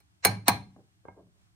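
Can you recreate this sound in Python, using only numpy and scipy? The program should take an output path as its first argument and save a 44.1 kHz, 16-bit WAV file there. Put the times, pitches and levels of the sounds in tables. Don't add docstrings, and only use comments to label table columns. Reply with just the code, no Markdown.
import sys
import numpy as np
from scipy import signal
from scipy.fft import rfft, irfft, next_fast_len
from scipy.io import wavfile
from scipy.ndimage import map_coordinates

SR = 44100
rng = np.random.default_rng(int(sys.argv[2]) if len(sys.argv) > 2 else 0)


def output_pcm(signal):
    pcm = np.clip(np.atleast_2d(signal).T, -1, 1) * 32767
    wavfile.write(sys.argv[1], SR, np.round(pcm).astype(np.int16))


def invert_db(x):
    u = np.asarray(x, float) / 20
    return 10 ** u


N = 68355


def unit(x):
    return x / np.sqrt(np.mean(x ** 2) + 1e-20)


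def along(points, hz):
    f, value = np.transpose(points)
    return np.interp(np.log(hz + 1), np.log(f + 1), value)


def filtered(x, response):
    n = x.shape[-1]
    m = next_fast_len(n + 8192)
    return irfft(rfft(x, m) * response(np.fft.rfftfreq(m, 1 / SR)), m)[..., :n]


def pair(size, gain, alike):
    def turn(hz):
        return np.arccos(np.clip(alike(hz), -1, 1)) / 2

    noise = rng.standard_normal((2, size))
    mid, side = filtered(noise, lambda hz: gain(hz) * [np.cos(turn(hz)), np.sin(turn(hz))])
    return unit(np.array([mid + side, mid - side]))


# (frequency [Hz], density [dB per Hz])
AIR_COLOUR = [(15, -55), (25, -25), (108, 0.5), (245, -23), (304, -13), (524, -35.5), (687, -20.5),
              (8600, -31.5), (16500, -52)]
# (time [s], level [dB])
AIR_SWELL = [(0, 0), (.9, 0.5), (1.1, -2), (1.299, -2), (1.42, 3), (1.55, -1.5)]
# (frequency [Hz], width [Hz], level [dB])
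HUM_BANDS = [(72, 14, -74.5), (92.6, 8.8, -77), (127, 37, -86.5), (183, 10, -80.5), (310, 8, -90.5)]
# (frequency [Hz], width [Hz], level [dB])
HISS_BANDS = [(8620, 300, -90.5), (13200, 1300, -94.5)]
# (frequency [Hz], likeness [-1 to 1])
AIR_ALIKE = [(60, -0.022), (240, 0.77), (950, -0.47), (3770, -0.63), (15000, 0.21)]


def air():
    def alike(hz):
        return along(AIR_ALIKE, hz)

    bands = np.zeros((2, N))
    for centre, width, db in HUM_BANDS + HISS_BANDS:
        bands += invert_db(db) * pair(N, lambda hz: 1 / (1 + ((hz - centre) / width) ** 4), alike)
    swell_db = np.interp(np.arange(N) / SR, *np.transpose(AIR_SWELL))
    return invert_db(-69 + swell_db) * pair(N, lambda hz: invert_db(along(AIR_COLOUR, hz)), alike) + bands


WAVER_RAD, WAVER_RATE = 0.83, 92


def ring(modes, t, cycles, spread):
    hz, db, t60 = np.transpose(modes)[..., None]
    lead = spread * rng.uniform(-0.82, 1, hz.shape) * np.minimum(hz / 900, 1)
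    knots = rng.standard_normal(size=(len(hz), 128))
    waver = np.array([np.interp(t * WAVER_RATE, np.arange(len(k)), k - k[0]) for k in knots])
    envelope = invert_db(db - 60 * t / t60) * (1 - np.exp(-t * hz / cycles)) ** 2
    phase = 2 * np.pi * hz * t + WAVER_RAD * waver * np.minimum(hz / 300, 1)
    turning = np.exp(1j * phase) * envelope
    left = np.exp(1j * lead.T) @ turning
    right = np.exp(-1j * lead.T) @ turning
    return np.array([left, right])[:, 0].imag


# (frequency [Hz], t60 [s])
ROOM_DECAY = [(100, 0.62), (500, 0.2825), (1500, 0.27), (4000, 0.28), (9000, 0.2557), (15000, 0.18),
              (16200, .06)]
# (frequency [Hz], level [dB])
ROOM_COLOUR = [(100, 3.5), (600, 4.5), (3000, 3.5), (15000, -8.5)]
# (frequency [Hz], likeness [0 to 1])
ROOM_LIKENESS = [(100, .9), (400, 1), (1200, .05)]
ROOM_DB, ROOM_GAP_S = -14, 0.004


def room(x):
    noise = pair(SR // 2, lambda hz: 1, lambda hz: along(ROOM_LIKENESS, hz))
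    hz, t, z = signal.stft(noise, SR, nperseg=256)
    level_db = along(ROOM_COLOUR, hz)[:, None] - 60 * t / along(ROOM_DECAY, hz)[:, None]
    tail = signal.istft(z * invert_db(level_db), SR, nperseg=256)[1]
    tail = np.pad(tail / np.linalg.norm(tail[0]), ((0, 0), (round(ROOM_GAP_S * SR), 0)))
    return x + invert_db(ROOM_DB) * signal.fftconvolve(x[:1], tail, axes=1)[:, :x.shape[1]]


def add(out, s, x):
    part = out[:, round(s * SR):][:, :x.shape[1]]
    part += x[:, :part.shape[1]]


# (time [s], peak level [dB], contact spot [0 to 1], roar length [s], stump level [dB])
HAMMER_BLOWS = [
    (.003, -63.5, 0.15, 0.0067, -4),
    (0.2493, -11.5, 0, 0.00468, 5),
    (.254, -15.5, 0.02, 0.00479, -21),
    (.2693, -24.5, 1, 0.00533, -7),
    (0.4818, -9.5, 1, 0.0059, 1),
    (0.4944, -22, 1, 0.00355, -12),
]
# (frequency [Hz], level at spot 0 [dB], level at spot 1 [dB], t60 [s])
STEEL_MODES = [(751.84, -17.5, -9.5, 0.089), (820.1, -10, -9.5, 0.16), (974.7, -12, -10.5, 0.097),
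               (1114.4, -10.5, -9.5, .04), (1614.8, -19, -16.5, .16), (1768, -14.5, -13, 0.055),
               (2097, -13, -11.5, 0.082), (2291, -3.5, -10.5, 0.071), (2388.7, -13.5, -11, 0.052),
               (4107.3, -9, -12, .07), (4242.4, -9, -13, 0.1188), (6580, -19.5, -25, 0.095),
               (9550, -1, -8, 0.033), (13189, -3.5, -12, 0.018)]
# (frequency [Hz], level [dB], t60 [s])
STUMP_MODES = [(105.55, -23.5, 0.41), (131.95, -27, 0.31), (186.59, -21.5, .4), (240, -7.5, 0.044),
               (279.3, -14, 0.071), (315.2, -4.5, 0.0341), (410.32, -5, .03)]
# (frequency [Hz], density [dB per Hz])
CRACK_COLOUR = [(150, -21.5), (450, -5), (2310, -11), (3160, -19.5), (4160, -16), (7370, -17), (9510, -14),
                (15800, -17)]
STUMP_CYCLES = 1.2
CLICK_DB, CLICK_T60_S = -6, 0.0059


def hammer():
    out, t = np.zeros((2, N)), np.arange(SR // 2) / SR
    crack_alike = [(200, 0.973), (600, 0.93), (1500, 0.035), (9000, 0.13)]  # (frequency [Hz], likeness)
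    for s, db, spot, roar_s, stump_db in HAMMER_BLOWS:
        modes = [(hz, a + spot * (b - a), t60) for hz, a, b, t60 in STEEL_MODES]
        steel = ring(modes, t, 1, 0.93)
        shape = np.exp(-t / roar_s) + invert_db(CLICK_DB - 60 * t / CLICK_T60_S)
        crack = shape * pair(len(t), lambda hz: invert_db(along(CRACK_COLOUR, hz)),
                             lambda hz: along(crack_alike, hz))
        boom = invert_db(stump_db) * ring(STUMP_MODES, t, STUMP_CYCLES, 1.0)
        add(out, s, invert_db(db) * room(steel + crack + boom))
    return out


# (time [s], peak level [dB], thud level [dB], ring level [dB])
SOFT_KNOCKS = [
    (.763, -50, 5, -9),
    (1.053, -40, -12.5, -4.5),
    (1.084, -33.5, -11, -0.5),
    (1.18, -59, 9, -11.5),
    (1.223, -66.5, 18, -25),
    (1.268, -68.5, 15.5, -13.5),
]
# (frequency [Hz], level [dB], t60 [s])
RESTING_MODES = [(386.8, -9.5, 0.0471), (617.3, -12.5, 0.045), (764.5, -7.5, 0.083), (936.6, -5.5, 0.0434),
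                 (1360, -28.5, 0.066), (1606, -17.5, 0.1984), (2156, -16.5, 0.097)]
# (frequency [Hz], density [dB per Hz])
PUFF_COLOUR = [(100, -9), (300, -5), (1010, 0.5), (1340, -19), (2300, -38.5), (4000, -62.5), (8000, -77.5)]
# (time [s], length [s], level [dB])
RUB_STROKES = [
    (0.767, 0.048, -58.5),
    (1.163, 0.0615, -54.5),
    (1.327, 0.103, -80.5),
]
# (frequency [Hz], density [dB per Hz])
RUB_COLOUR = [(120, -37.5), (350, 6.5), (900, -4.5), (1300, -21), (3000, -53.5)]
PUFF_DB, PUFF_T60_S = 2, 0.0174
PUSH_DB, PUSH_S = 6, 0.00037
DULL_HZ = 3333


def knocks():
    out, t = np.zeros((2, N)), np.arange(SR // 2) / SR
    for s, db, thud_db, ring_db in SOFT_KNOCKS:
        modes = [(hz, level + ring_db * min(hz / 1500, 1) + rng.normal(0, 2.48), t60)
                 for hz, level, t60 in RESTING_MODES]
        mandrel = ring(modes, t, 0.283, 1.0)
        puff = invert_db(PUFF_DB - 60 * t / PUFF_T60_S) * pair(
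            len(t), lambda hz: invert_db(along(PUFF_COLOUR, hz)), lambda hz: 0.6 + 0 * hz)
        damped_stump = [(hz, level, t60 * 0.62) for hz, level, t60 in STUMP_MODES]
        thud = invert_db(12 + thud_db) * ring(damped_stump, t, STUMP_CYCLES, 0.27)
        u = t / PUSH_S
        push = invert_db(PUSH_DB) * np.e * u * (1 - u / 2) * np.exp(-u)
        add(out, s, invert_db(db) * room(mandrel + puff + thud + push))
    for s, length, db in RUB_STROKES:
        grain_db = 3.72 * map_coordinates(rng.standard_normal(size=99), [t * 90])
        stroke = np.sin(np.pi * np.minimum(t / length, 1)) ** 0.6 * invert_db(grain_db)
        noise = pair(len(t), lambda hz: invert_db(along(RUB_COLOUR, hz)), lambda hz: 0.94 + 0 * hz)
        add(out, s, invert_db(db) * room(stroke * noise))
    return filtered(out, lambda hz: 1 / (1 + 1j * hz / DULL_HZ) ** 4)


# (frequency [Hz], width [Hz], depth [0 to 1])
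MICROPHONE_DIPS = [(7248, 540, 0.6), (11720, 550, 0.92)]
LOW_CUT_HZ = 75


def microphone(hz):
    u = 1j * hz / LOW_CUT_HZ
    low_cut = (u * u / (u * u + 0.86 * u + 1)) ** 2
    dips = np.prod([1 - depth * np.exp(-((hz - centre) / width) ** 4)
                    for centre, width, depth in MICROPHONE_DIPS], 0)
    return low_cut * dips / (1 + (hz / 15900) ** 40)


LAG_HZ, LAG_STAGES = 220, 6


def scene():
    blows = filtered(hammer(), lambda hz: ((1j * hz - LAG_HZ) / (1j * hz + LAG_HZ)) ** LAG_STAGES)
    return filtered(blows + knocks(), microphone) + air()


def low_pass(x):
    return signal.sosfilt(signal.butter(12, 16790, fs=SR, output="sos"), x)


SMEAR_DB, SMEAR_S, SMEAR_HZ = -14, 0.007, 8087
TOP_HZ = 16760


def record(dry):
    t = np.arange(SR // 40) / SR
    shadow = rng.standard_normal((2, len(t))) * np.exp(-t / SMEAR_S)
    shadow = shadow / np.linalg.norm(shadow[0])
    ahead = signal.fftconvolve(dry[:, ::-1], shadow, axes=1)[:, :N][:, ::-1]
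    smear = filtered(ahead, lambda hz: 1 / (1 + (hz / SMEAR_HZ) ** 30) / (1 + (400 / (hz + 1)) ** 4))
    mix = dry + invert_db(SMEAR_DB) * smear
    return low_pass(filtered(mix, lambda hz: np.clip((TOP_HZ - hz) / 500, 0, 1) ** 2))


dry = scene()
out = record(dry)
output_pcm(out)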